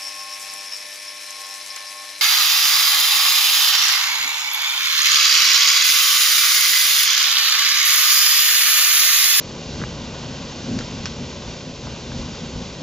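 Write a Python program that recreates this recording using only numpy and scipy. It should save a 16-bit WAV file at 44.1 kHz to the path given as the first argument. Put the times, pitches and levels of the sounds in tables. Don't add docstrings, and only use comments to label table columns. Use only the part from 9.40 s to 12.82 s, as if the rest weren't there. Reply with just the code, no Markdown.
import sys
import numpy as np
from scipy import signal
from scipy.fft import rfft, irfft
from scipy.io import wavfile
from scipy.ndimage import uniform_filter1d

SR = 44100
rng = np.random.default_rng(int(sys.argv[2]) if len(sys.argv) > 2 else 0)


def store_wav(level_fs):
    pcm = np.round(np.clip(np.atleast_2d(level_fs), -1, 1) * 32767)
    wavfile.write(sys.argv[1], SR, pcm.T.astype(np.int16))


N = 150822

# time in seconds, level in dB.
SPRAY_LEVEL = [(0, -39.5), (.11, -41.5), (.37, -37.5), (.48, -40.5), (.75, -40.5), (1.12, -39),
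               (1.35, -38.6), (1.7, -38.5), (1.78, -40.5), (1.93, -39), (2.02, -41.5), (2.11, -38),
               (2.24, -42), (2.52, -40.3), (2.68, -40), (2.79, -37.5), (2.89, -40), (2.95, -38.5),
               (3.15, -41.5), (3.25, -38.5), (3.42, -42)]
FALL_LEVEL = [(0, -42), (.3, -43.5), (.42, -40.5), (.55, -41.5), (.72, -40), (1.0, -40), (1.15, -41.5),
              (1.35, -40.5), (1.5, -41), (1.8, -42), (2.12, -41.5), (2.23, -44.5), (2.4, -46),
              (2.47, -40.5), (2.65, -43), (2.9, -41.5), (3.1, -42.5), (3.42, -42)]
SURGE_LEVEL = [(0.0, -37.5), (0.28, -35.5), (0.42, -27.5), (0.45, -33.5), (0.8, -36), (0.85, -32),
               (1.17, -38), (1.35, -24.5), (1.49, -37), (1.51, -31.5), (1.76, -35), (1.8, -30),
               (1.97, -37.5), (2.09, -36.5), (2.11, -34.5), (2.19, -38.5), (2.29, -32.5), (2.39, -44),
               (2.43, -33.5), (2.55, -35), (2.59, -40), (2.76, -30), (2.93, -34.5), (2.96, -41.5),
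               (3.04, -29.5), (3.1, -41.5), (3.13, -32.5), (3.26, -33), (3.32, -42), (3.42, -31)]
DEEP_LEVEL = [(0.0, -42), (0.03, -44), (0.21, -46), (0.35, -33.5), (0.48, -37), (1.16, -45.5), (1.3, -42),
              (1.32, -35.5), (1.53, -43.5), (1.57, -34), (1.89, -43.5), (2.05, -39), (2.09, -33.5),
              (2.17, -53), (2.5, -36.5), (2.59, -44), (2.8, -31.5), (2.95, -42), (3.11, -41), (3.16, -28),
              (3.2, -37.5), (3.42, -47)]
CHURN_LEVEL = [(0.0, -41), (0.2, -38.5), (0.28, -40.5), (0.43, -36), (0.46, -39.5), (1.18, -41),
               (1.29, -37.5), (1.48, -41), (2.76, -40.5), (2.83, -38.5), (2.9, -43.5), (3.09, -39),
               (3.36, -42.5), (3.42, -42)]

# frequency in Hz, relative density in dB per Hz.
SPRAY_COLOUR = [(1200, -21.5), (2100, -2), (2700, 1), (3100, -2.5), (3500, 1.5), (4300, 1.6), (5300, 1.1),
                (6000, -1), (6700, -2.5), (7250, -8), (7700, -12.5)]
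FALL_COLOUR = [(400, -0.5), (700, 0.5), (1030, 3.5), (1290, -5), (1530, 0), (1740, -10.5), (1920, -3.5),
               (2100, -10), (3000, -2), (6000, -17.5)]
VENT_COLOUR = [(50, -24), (90, -7), (125, 3.5), (170, 3.5), (195, -1.5), (225, 0), (262, -2.5), (300, -13),
               (400, -15), (600, -22.5), (1200, -37.5), (4000, -68)]
THROAT_COLOUR = [(120, -37), (195, -15), (215, -7), (230, -4), (258, -5), (290, -20.5), (450, -42),
                 (1500, -80)]
DEEP_COLOUR = [(15, -32.5), (26, -15), (40, -8.5), (60, -0.5), (85, 0.5), (110, -6.5), (160, -21.5),
               (400, -52)]
CHURN_COLOUR = [(150, -12.5), (320, -1), (400, -2), (450, 0), (570, 0.5), (680, -9.5), (900, -21),
                (1300, -23.5)]

# frequency in Hz, side minus mid in dB.
WIDTH = [(60, -26.5), (150, -32), (300, -25), (550, -17.5), (1000, -12), (2000, -10.5), (4500, -16),
         (6000, -13.5), (7500, -19)]
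# start in seconds, level in dB, brightness (low-pass) in Hz,
# crack decay in seconds, spatter in dB against the crack.
SLAPS = [(.4160, -22, 1950, .0012, -21), (.4238, -30, 1850, .0013, -20), (.4378, -20.5, 2070, 0.0017, -22),
         (1.3890, -22, 6100, 0.0013, -11), (1.4081, -26, 1900, 0.0018, -12.5),
         (1.6566, -15.5, 6150, 0.00043, -9.5), (2.436, -33, 1490, 0.0013, -11.5),
         (2.470, -29.5, 1260, 0.0023, -10), (2.718, -31, 1620, .002, -19), (2.947, -30.5, 1800, .002, -16)]
# resonance in Hz, Q (no unit), linear gain (no unit).
HOLLOWS = [(1550, 19, 1), (5300, 33, 1.4)]
# frequency in Hz, left minus right in dB.
MIC_BALANCE = [(60, 1.0), (94, 1.0), (150, 1.0), (230, 0.91), (360, 1.0), (560, 0.83), (880, 1.0),
               (1370, 0.83), (2140, 0.0), (3350, -1.0), (5240, 0.0), (8200, 0.0)]
# frequency in Hz, lead of the left in radians.
MIC_PHASE = [(0, 0.01), (2330, 0.76), (3450, 0.4), (3790, 0.7), (7410, 0.22), (8350, 0.05)]
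# frequency in Hz, gain in dB.
RECORDER_RESPONSE = [(7300, 0.5), (7650, -8.5), (8000, -19.5), (8700, -21.5)]

SPRAY_TRIM_DB, FALL_TRIM_DB = -0.52, 1
VENT_TRIM_DB, DEEP_TRIM_DB, CHURN_TRIM_DB = -1.43, -0.5, 1.2
DROPS_PER_S, DROP_SPREAD_DB, DROPS_DB = 5000, 2, -5
SPLASHES_PER_S, SPLASH_SPREAD_DB, SPLASHES_DB = 700, 2.5, -4.5
SPRAY_FLICKER_DB, FALL_FLICKER_DB, BOOM_FLICKER_DB = 0.4, 0.55, 0.66
GROUND_ECHO_S, GROUND_ECHO_GAIN = 0.0025, 0.32
SLAP_ATTACK_S, SPATTER_DECAY_S, SPATTER_RAGGED_DB = 0.00015, 0.012, 1.66
SLAP_LOW_HZ, SLAP_SIDE_DB = 557, -13
THROAT_DB, THROAT_FOLLOWS = -41.5, 1.39
CUTOFF_HZ = 8807


def from_db(db):
    return 10 ** (np.asarray(db) / 20)


def rms_one(x):
    return x / np.sqrt(np.mean(x ** 2) + 1e-20)


def in_time(rows):
    return np.interp(np.arange(N) / SR, *np.transpose(rows))


def coloured(x, points):
    hz, db = np.transpose(points)
    bins_hz = np.maximum(np.fft.rfftfreq(N, 1 / SR), 1)
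    gain = from_db(np.interp(np.log(bins_hz), np.log(hz), db))
    return irfft(rfft(x) * gain, N)


def drift(rate_hz):
    bins_hz = np.fft.rfftfreq(N, 1 / SR)
    spectrum = rfft(rng.standard_normal(N))
    return rms_one(irfft(spectrum / (1 + (bins_hz / rate_hz) ** 2), N))


def stereo_noise():
    return rng.standard_normal((2, N))


def grains(per_s, spread_db):
    born = rng.random(N) < per_s / SR
    size_db = spread_db * np.minimum(rng.exponential(1, N), 5)
    sizes = from_db(size_db) * rng.choice([-1, 1], N)
    mid = rms_one(born * sizes)
    return mid * np.array([np.ones(N), rng.standard_normal(N)])


def placed(mid_side, colour, even_s):
    mid, side = coloured(mid_side, colour)
    level = np.sqrt(uniform_filter1d(mid ** 2, max(int(even_s * SR), 1)) + 1e-12)
    return (mid + coloured(side, WIDTH) * [[1], [-1]]) / level


def even_noise(size, count):
    phases = 2 * np.pi * rng.random((2, count, size // 2 + 1))
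    return irfft(np.exp(1j * phases), size).reshape(2, -1)


def spray():
    hiss = stereo_noise() + from_db(DROPS_DB) * grains(DROPS_PER_S, DROP_SPREAD_DB)
    echo = np.roll(hiss, round(GROUND_ECHO_S * SR), axis=1)
    hiss = hiss + GROUND_ECHO_GAIN * echo
    level_db = SPRAY_TRIM_DB + in_time(SPRAY_LEVEL) + SPRAY_FLICKER_DB * drift(35)
    return placed(hiss, SPRAY_COLOUR, even_s=0.25) * from_db(level_db)


def falling_water():
    water = stereo_noise() + from_db(SPLASHES_DB) * grains(SPLASHES_PER_S, SPLASH_SPREAD_DB)
    level_db = FALL_TRIM_DB + in_time(FALL_LEVEL) + FALL_FLICKER_DB * drift(27)
    return placed(water, FALL_COLOUR, even_s=0.36) * from_db(level_db)


def slaps():
    out = np.zeros((2, N))
    high_pass = signal.butter(2, SLAP_LOW_HZ, "high", fs=SR, output="sos")
    for start_s, level_db, bright_hz, crack_s, spatter_db in SLAPS:
        low_pass = signal.butter(4, bright_hz, fs=SR, output="sos")
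        burst = signal.sosfilt(np.vstack([high_pass, low_pass]), even_noise(size=96, count=48))
        ringing = burst
        for hz, q, gain in HOLLOWS:
            b, a = signal.iirpeak(hz, q, fs=SR)
            ringing = ringing + gain * signal.lfilter(b, a, burst)
        mid, side = rms_one(ringing)

        t = np.arange(len(mid)) / SR
        ragged = rms_one(uniform_filter1d(rng.standard_normal(len(t)), size=100))
        spatter = from_db(spatter_db + SPATTER_RAGGED_DB * ragged) * np.exp(-t / SPATTER_DECAY_S)
        attack = 1 - np.exp(-t / SLAP_ATTACK_S)
        shape = attack * (np.exp(-t / crack_s) + spatter)
        left_right = mid + from_db(SLAP_SIDE_DB) * side * [[1], [-1]]
        start = int(start_s * SR)
        out[:, start:start + len(t)] += from_db(level_db) * shape * left_right
    return out


def vent():
    surge_db = in_time(SURGE_LEVEL)
    boom = placed(stereo_noise(), VENT_COLOUR, even_s=0.04)
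    throat = placed(stereo_noise(), THROAT_COLOUR, even_s=0.052)
    deep = placed(stereo_noise(), DEEP_COLOUR, even_s=0.06)
    churn = placed(stereo_noise() + grains(per_s=500, spread_db=2.7), CHURN_COLOUR, even_s=0.09)

    boom_db = VENT_TRIM_DB + surge_db + BOOM_FLICKER_DB * drift(25)
    throat_db = THROAT_DB + THROAT_FOLLOWS * (surge_db - surge_db.mean())
    deep_db = DEEP_TRIM_DB + in_time(DEEP_LEVEL)
    churn_db = CHURN_TRIM_DB + in_time(CHURN_LEVEL)
    return (boom * from_db(boom_db) + throat * from_db(throat_db)
            + deep * from_db(deep_db) + churn * from_db(churn_db))


def scene():
    return spray() + falling_water() + slaps() + vent()


def record(dry):
    bins_hz = np.fft.rfftfreq(N, 1 / SR)
    balance_db = np.interp(bins_hz, *np.transpose(MIC_BALANCE))
    phase_rad = np.interp(bins_hz, *np.transpose(MIC_PHASE))
    unlike = from_db(balance_db / 2) * np.exp(0.5j * phase_rad)
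    heard = irfft(rfft(dry) * [unlike, 1 / unlike], N)
    heard = coloured(heard, RECORDER_RESPONSE)
    low_pass = signal.ellip(10, 0.2, 80, CUTOFF_HZ, fs=SR, output="sos")
    return signal.sosfilt(low_pass, heard)


dry = scene()
out = record(dry)
store_wav(out)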